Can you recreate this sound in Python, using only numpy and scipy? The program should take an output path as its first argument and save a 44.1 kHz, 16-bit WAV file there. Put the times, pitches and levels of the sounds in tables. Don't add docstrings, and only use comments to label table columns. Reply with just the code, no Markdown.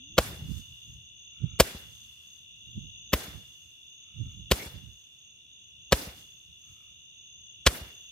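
import sys
import numpy as np
from scipy import signal
from scipy.fft import rfft, irfft, next_fast_len
from scipy.io import wavfile
from scipy.ndimage import uniform_filter1d

SR = 44100
rng = np.random.default_rng(int(sys.argv[2]) if len(sys.argv) > 2 else 0)


def wav_out(sig):
    wavfile.write(sys.argv[1], SR, np.round(np.clip(np.atleast_2d(sig).T, -1, 1) * 32767).astype(np.int16))


def boost(x):
    u = np.asarray(x, float) / 20
    return 10 ** u


N = 357651

# t/s, delay until the star leaves the mouth/ms
FIRING = [
    (.181, 4.8),
    (1.5998, 5.5),
    (3.1323, 5.1),
    (4.5137, 5.5),
    (5.9229, 5.3),
    (7.6647, 6.8),
]


def candle():
    # jet level/dB, tube ring level/dB, jet brightness/dB, push level/dB, crack level/dB
    shots = [
        (1.5, -13, -26, -20, -16.5),
        (4.5, -14.5, -15, -18, -2),
        (-2.5, -23.5, -26, -20, -9.5),
        (-2, -22, -19.5, -18, -9),
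        (0, -18, -23, -17.5, -1.5),
        (1.5, -26.5, -20.5, -16.5, -2.5),
    ]
    trees_db = [-30.5, -31, -31, -29.5, -29, -29.5]
    sizzle_db = [6.5, 1.5, 16.5, 3, 4, -4]
    # f/Hz, level/dB per Hz
    hiss_spectrum = [(500, -34.5), (1000, -5.5), (2000, -8), (4000, -1), (7000, -1), (10000, -6.5),
                     (12500, -1), (16000, -8.5)]
    out = np.zeros((2, N))
    for (start, exit_ms), shot, tail_db, bright_top_db in zip(FIRING, shots, trees_db, sizzle_db):
        add(out, blast(exit_ms, *shot, bright_top_db), start - .012)
        add(out, trees(tail_db), start)
    hiss = diffuse(hiss_spectrum, [(100, .2), (15000, 0)], N)
    return out + star_level() * boost(8.5 + 0.74 * drift(40)) * hiss


def blast(exit_ms, jet_db, tube_db, bright_db, push_db, crack_db, sizzle_db):
    # t/ms after ignition, width/ms, pressure share
    pulses = [
        (0, .5, .9),
        (2.2, 1.1, -1.1),
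        (10.6, 1.0, .9),
        (12.5, 2.4, .45),
        (17.5, 1.6, -.25),
    ]
    # f/Hz, level/dB per Hz
    jet_spectrum = [(120, -40.5), (200, -7.5), (541, -4), (811, -12.5), (1460, -8), (1930, -11.5),
                    (2940, -8), (4410, -12.5), (8400, -19), (10100, -22), (13600, -21.5), (15400, -27.5),
                    (16300, -38)]
    # f/Hz, level/dB, decay time T60/s
    modes = [
        (565, 0, .017),
        (1040, -8, .012),
        (1600, -10, .01),
    ]
    wall_s, wall_db, wall_cut_hz = .147, -20.5, 270
    port_lag_s = 4e-5
    ms = np.arange(SR // 4) / SR * 1000 - 12
    push = sum(share * np.exp(-.5 * ((ms - at) / width) ** 2) for at, width, share in pulses)

    shape_ms = [-12, -9, -3, -1.2, -.2, exit_ms + 2, exit_ms + 6, exit_ms + 20, 250]
    shape = boost(np.interp(ms, shape_ms, [-60, -30, -24, -14, 0, -1, -13, -28, -300]))
    ragged = boost(2.5 * 3.9 * uniform_filter1d(rng.standard_normal(len(ms)), size=16))
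    tilt = []
    for hz, db in jet_spectrum:
        db = db + (bright_db + 23.0) * np.clip(np.log2(hz / 3000) / 2, 0, 1)
        db = db + sizzle_db * (hz > 11000) + (tube_db - jet_db + 20.0) * (hz < 900)
        tilt.append((hz, db))
    turbulence = colour(ragged * rng.standard_normal((2, len(ms))), tilt)
    jet, stray = boost(jet_db - 14) * shape * turbulence

    # t/ms, crack share, ring share
    cracks = [(0, .35, -.2), (exit_ms, .95, .7), (exit_ms + 1.9, .85, .6)]
    crack = sum(share * np.exp(-.5 * ((ms - at) / .07) ** 2) for at, share, _ in cracks)
    kick = sum(share * (np.arange(len(ms)) == round((at + 11.6) * SR / 1000)) for at, _, share in cracks)
    tube = sum(boost(tube_db + 4.5 + db) * ring(kick, hz, t60) for hz, db, t60 in modes)
    direct = boost(push_db) * push + jet + tube + boost(crack_db) * crack

    dull = signal.sosfilt(signal.butter(3, wall_cut_hz, fs=SR, output="sos"), direct - 0.95 * tube)
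    mono = direct + boost(wall_db) * np.interp(ms - 1000 * wall_s, ms, dull, left=0)

    hz = np.arange(len(ms) // 2 + 1) * SR / len(ms)
    shaded = np.exp(-2j * np.pi * hz * port_lag_s) * boost(-5 * (hz / 12000) ** 2)
    scatter = signal.sosfilt(signal.butter(2, 7000, "high", fs=SR, output="sos"), stray)
    return np.array([mono, irfft(rfft(mono) * shaded, len(ms))]) + .5 * scatter


def trees(tail_db):
    # f/Hz, level/dB per Hz
    tail_spectrum = [(24, -48), (40, -14), (130, -10), (646, -9.5), (965, -12), (1630, -11), (3220, -15.5),
                     (3470, -14.5), (11800, -13), (16000, -19)]
    # f/Hz, T60/s
    decay = [(60, 0.4), (300, 0.53), (1000, 0.43), (3000, 0.54), (8000, 0.3502), (15000, 0.49)]
    # f/Hz, left-right likeness
    likeness = [(60, 0.91), (180, 0.68), (550, 0.66), (1650, -0.15), (4970, 0.042), (15000, -0.6)]
    t, hz = np.arange(SR) / SR, np.arange(SR // 2 + 1) + 1.
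    noise = rfft(diffuse(tail_spectrum, likeness, SR))
    out, centres = 0, np.geomspace(30, 18000, 10)
    for centre, only in zip(centres, np.eye(len(centres))):
        band = irfft(noise * at_hz(np.transpose([centres, only]), hz), SR)
        t60 = at_hz(decay, centre)
        swell = (0.09 + t / 0.068) ** 1.275 * boost(-60 * t / t60 * 1.417)
        swell = swell + boost(-13.0 - 60 * t / (1.3 * t60))
        out = out + band * swell * boost(2.4 * drift(25)[:SR])
    return boost(tail_db) * out * np.minimum(t / 0.0043, 1)


def star_level():
    # hiss level/dB at ignition, fade/dB per s, burning time/s
    stars = [
        (-65.5, 16.5, 0.77),
        (-66, 13, 0.78),
        (-61.5, 31.5, 0.836),
        (-67.5, 26.5, 0.71),
        (-61.5, 38, 0.59),
        (-69, 24, 0.64),
    ]
    # t/s, level/dB, half length/s
    flares = [
        (0.552, -64, 0.061),
        (2.752, -83.5, 0.17),
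        (4.3, -82, 0.12),
        (6.192, -65.5, .03),
        (6.738, -78.5, 0.14),
        (7.402, -86, 0.0069),
    ]
    burn_out_db_per_s, ember_db = 101, -90
    t, power = np.arange(N) / SR, boost(2 * ember_db)
    for (start, _), (db, fade, burns) in zip(FIRING, stars):
        age = t - start
        level = db - fade * age - burn_out_db_per_s * np.maximum(age - burns, 0)
        power = power + (age > 0) * boost(2 * level)
    return np.sqrt(power + sum(boost(2 * db) * np.exp(-((t - s) / half) ** 2) for s, db, half in flares))


def sputter():
    # t/s, f/Hz, level/dB, half length/s
    whirrs = [
        (4.617, 2200, -44, 0.018),
    ]
    t = np.arange(N) / SR
    noise = rng.standard_normal((2, N))
    out = 0
    for s, hz, db, half in whirrs:
        whirr = rms_one(ring(ring(noise, hz, 0.0048), hz, 0.0048))
        out = out + boost(db) * np.exp(-.5 * ((t - s) / half) ** 2) * whirr
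    return out


def hum():
    # t/s, f/Hz, level/dB
    tone = [
        (0, 240, -65.5),
        (.07, 288.2, -73),
        (.15, 340, -75.5),
        (.17, 349.8, -73),
    ]
    hz, db = in_time(tone)
    after = np.arange(N) > tone[-1][0] * SR
    return boost(db + 9.5 - 100 * after) * np.sin(2 * np.pi * np.cumsum(hz) / SR)


def insects():
    # f/Hz, spread/Hz, pulse rate/Hz, noise share 0-1, left-right likeness, level/dB
    choirs = [
        (2858, 95, 71, 0.5, -0.2, 1.0),
        (3478, 120, 67, 0.2, -0.21, 2.5),
        (6350, 180, 70, 1, 0.071, 1.5),
    ]
    soloist = (6510, 49, 35, 0.2, .2, .12)
    choir_db = [-56.5, -56.5, -63.5]
    # t/s, level/dB
    eagerness = [(0, 2), (.4, 1), (1, -1), (1.5, 1.5), (2.3, -1.5), (3, 2.5), (3.7, -2.5), (4.4, 0.7),
                 (5.2, -4), (6, -2), (7, -2), (8.11, 1.4)]
    # t/s, length/s, level/dB
    phrases = [(.05, .1, -63.5), (.5, 0.17, -64), (.82, 0.14, -59), (1.0, 0.069, -65), (1.155, 0.2, -62),
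               (1.49, 0.085, -61), (1.9, 0.16, -62.5), (2.25, .15, -60), (2.61, 0.27, -69.5),
               (2.92, 0.33, -64.5), (3.48, 0.22, -66.5), (3.86, 0.11, -66.5), (3.965, 0.091, -61.5),
               (4.17, 0.24, -67), (4.9, .16, -64.5), (5.17, .19, -64), (5.5, .2, -66), (5.81, 0.094, -60.5),
               (6.185, 0.17, -64.5), (6.36, 0.098, -72), (6.6, .17, -61), (6.85, 0.28, -74),
               (7.13, 0.11, -64.5), (7.24, 0.31, -61.5), (7.93, .2, -61)]
    rise_s, fall_s, between_db = 0.016, 0.013, -82
    wander_db, answer_db = 0.54, 1.5
    swell_db, = in_time(eagerness)
    singing, phrase = 0, boost(between_db)
    for s, length, db in phrases:
        gate = held(s, length, rise_s, fall_s)
        singing = singing + gate
        phrase = phrase + boost(db) * gate
    low, middle, high = (boost(db + swell_db + wander_db * drift(4.2)) * choir(*kind, count=5)
                         for db, kind in zip(choir_db, choirs))
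    answer = boost(answer_db * (2 * uniform_filter1d(singing, size=3000) - 1))
    return low + middle + answer * high + phrase * choir(*soloist, count=1)


def choir(hz, spread_hz, per_s, noisy, alike, trim_db, count=6):
    near = 0
    for detune, tempo, start, turn in rng.standard_normal((count, 4)):
        beat = 2 * np.pi * np.cumsum(per_s * (1 + .12 * tempo + 0.016 * drift(3))) / SR + 9 * start
        phase = 2 * np.pi * np.cumsum(hz + spread_hz * (.7 * detune + 0.36 * drift(9.7))) / SR
        apart = np.arccos(np.clip(alike, -1, 1)) * np.sign(turn) + 0.16 * turn
        pulse = np.maximum(np.sin(beat) + 0.1, 0) * boost(1.3 * drift(3.6))
        near = near + pulse * np.sin([phase, phase + apart])
    far = diffuse([(100, 0), (20000, 0)], [(100, alike), (20000, alike)], N)
    for t60 in np.array([.9, 1, 1.1]) / spread_hz:
        far = ring(far, hz, t60)
    noisy = np.clip(noisy, 0, 1)
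    return boost(trim_db) * (np.sqrt(1 - noisy) * rms_one(near) + np.sqrt(noisy) * rms_one(far))


def frog():
    # t/s, length/s, f/Hz, level/dB
    croaks = [
        (1.3, .3, 1344, -77.5),
        (3.99, 0.35, 1280, -82),
        (6.6, 0.28, 1270, -82.5),
    ]
    pulses_per_s, duty = 52.2, .6
    sweep, blur_share, t60_s = .1, .55, .008
    upper_hz, upper_db = 2365, 3
    cycle = (pulses_per_s * np.arange(N) / SR + .03 * drift(8)) % 1
    within = np.clip(cycle / duty, 0, 1)
    pulse = np.sin(np.pi * within) * boost(1.4 * drift(30))
    glide = 2 * np.pi * np.cumsum(1 + sweep * (2 * within - 1) * (within < 1)) / SR
    leaves = rng.standard_normal((2, N))

    def band(hz):
        blur = rms_one(ring(ring(leaves, hz, t60_s), hz, t60_s))
        return pulse * np.sin(hz * glide + [[0], [1]]) + blur_share * blur * (pulse + .5)

    upper = boost(upper_db) * band(upper_hz)
    return sum(boost(db + 5.5) * held(s, length, 0.082, .07) * (upper + band(hz)) for s, length, hz, db in croaks)


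def wind():
    # t/s, peak level/dB, left-right difference/dB, half length/s
    gusts = [(0.141, -54.5, -5, 0.031), (0.288, -44, 2, 0.09), (.435, -38.5, -1, .06),
             (0.513, -32, -21, 0.027), (0.567, -39, -21.5, .04), (0.712, -52.5, 0, 0.044),
             (.9, -50, -1.5, .04), (0.965, -50.5, -2, 0.06), (1.444, -25.5, -16, 0.019),
             (1.536, -45.5, -12, 0.047), (1.88, -57, -12.5, 0.12), (2.691, -53.5, -17.5, 0.037),
             (2.778, -34, -4.5, 0.02), (2.832, -47, -15, 0.085), (3.359, -45.5, -18, 0.037),
             (3.665, -64, -12, .04), (4.18, -42, -11, 0.029), (4.214, -29.5, -19, 0.021),
             (4.271, -39, -1, 0.031), (4.399, -47, -8, 0.11), (4.759, -42.5, -11, 0.035),
             (4.836, -48, -28, 0.019), (4.878, -47.5, -12, 0.038), (5.263, -79, 5, 0.027),
             (5.797, -66, -4, .08), (6.498, -59.5, -5, 0.035), (6.715, -58.5, -4, .05),
             (6.92, -66, -1, 0.078), (7.405, -63, .7, .04), (7.86, -54, -4, 0.044)]
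    # t/s, level/dB over its mean
    breeze = [(0, 6), (1.2, 4), (2.3, 4), (3.4, 13), (3.8, -15), (4.9, 10), (5.3, -21.5), (6.2, 12.5),
              (6.4, -5), (7.3, -2), (8.11, 2.5)]
    # f/Hz, level/dB per Hz
    spectrum = [(15, -38), (30, -11), (60, -5.5), (120, -2), (230, -16.5), (400, -34.5), (600, -52.5),
                (1000, -80), (2000, -110)]
    gust_drop_db, breeze_db, wander_db = 12, -75, 3
    edge_hz, edge_db, edge_per_lean = 170, -7, .45
    t = np.arange(N) / SR
    power = boost(2 * (breeze_db + in_time(breeze)[0] + wander_db * drift(7.6)))
    leaning = -3 * power
    for s, db, pan_db, half in gusts:
        gust = boost(2 * (db - gust_drop_db * np.abs(t - s) / half))
        power, leaning = power + gust, leaning + pan_db * gust
    shared, *own = rng.standard_normal((3, N))
    air = colour(1.6 * shared + np.array(own), spectrum)
    air = air / (uniform_filter1d(air ** 2, size=1500) + .05) ** 0.7
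    edge = signal.sosfilt(signal.butter(2, edge_hz, "high", fs=SR, output="sos"), air)
    air = air + (boost(edge_db + edge_per_lean * np.abs(leaning / power)) - 1) * edge
    left_share = 1 / (1 + boost(-leaning / power))
    return boost(-0.5) * np.sqrt(power) * 2 * np.array([left_share, 1 - left_share]) * air


def night():
    # f/Hz, level/dB per Hz
    spectrum = [(18, -43), (30, -11), (130, -8), (210, -15.5), (760, -25.5), (2150, -32), (2500, -16),
                (3950, -21.5), (4250, -39.5), (5100, -35), (5700, -17.5), (7000, -27), (7700, -36),
                (8600, -26.5), (10000, -40.5)]
    # f/Hz, left-right likeness
    likeness = [(60, 0.44), (240, 0.85), (950, -0.59), (3770, 0.51), (15000, -0.12)]
    return boost(-69) * diffuse(spectrum, likeness, N)


def rms_one(x):
    return x / np.sqrt(np.mean(x ** 2) + 1e-20)


def in_time(rows):
    s, *columns = np.transpose(np.vstack(rows))
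    return [np.interp(np.arange(N) / SR, s, c) for c in columns]


def at_hz(points, hz):
    return np.interp(np.log(hz), np.log(np.array(points)[:, 0]), np.array(points)[:, 1])


def drift(rate):
    r = np.exp(-40 * np.pi * rate / SR)
    slow = signal.lfilter([1], [1, -2 * r, r * r], rng.standard_normal(N // 20 + 4002))[4000:]
    return np.interp(np.arange(N) / 20, np.arange(len(slow)), rms_one(slow))


def ring(x, hz, t60):
    r, w = boost(-60 / (t60 * SR)), 2 * np.pi * hz / SR
    return signal.lfilter([0, np.sin(w)], [1, -2 * r * np.cos(w), r * r], x + 1e-18)


def colour(white, spectrum):
    length = white.shape[-1]
    size = next_fast_len(length)
    hz = np.arange(size // 2 + 1) * SR / size + 1
    return rms_one(irfft(rfft(white, size) * boost(at_hz(spectrum, hz)), size)[..., :length])


def diffuse(spectrum, likeness, length):
    alike = np.clip(np.array(likeness)[:, 1], -.98, .98)
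    parts = []
    for sign in (1, -1):
        share = [(hz, 10 * np.log10(1 + sign * c)) for (hz, _), c in zip(likeness, alike)]
        gain = boost(np.mean(at_hz(share, np.geomspace(2e3, 2e4, 30))))
        parts.append(colour(rng.standard_normal(length), share) * gain)
    mid, side = parts
    return colour(np.array([mid + side, mid - side]), spectrum)


def held(s, length, rise, fall):
    t = np.arange(N) / SR - s
    return np.clip(t / rise, 0, 1) * np.exp(-np.maximum(t - length, 0) / fall)


def add(out, x, s):
    i = round(s * SR)
    out[:, i:i + x.shape[1]] += x[:, :N - i]


def scene():
    return candle() + sputter() + hum() + insects() + frog() + wind() + night()


def low_pass(x):
    return signal.sosfilt(signal.butter(12, 16990, fs=SR, output="sos"), x)


def record(dry):
    mic_hz, mic_width_hz, top_hz = 54.4, 42, 16900
    r, w = np.exp(-np.pi * mic_width_hz / SR), 2 * np.pi * mic_hz / SR
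    mic = signal.lfilter([1, -2, 1], [1, -2 * r * np.cos(w), r * r], dry)
    rounded = 1.136 * np.tanh(mic / 1.104)
    mix = signal.sosfilt(signal.cheby2(12, 70, top_hz, fs=SR, output="sos"), rounded)
    return low_pass(mix)


dry = scene()
out = record(dry)
wav_out(out)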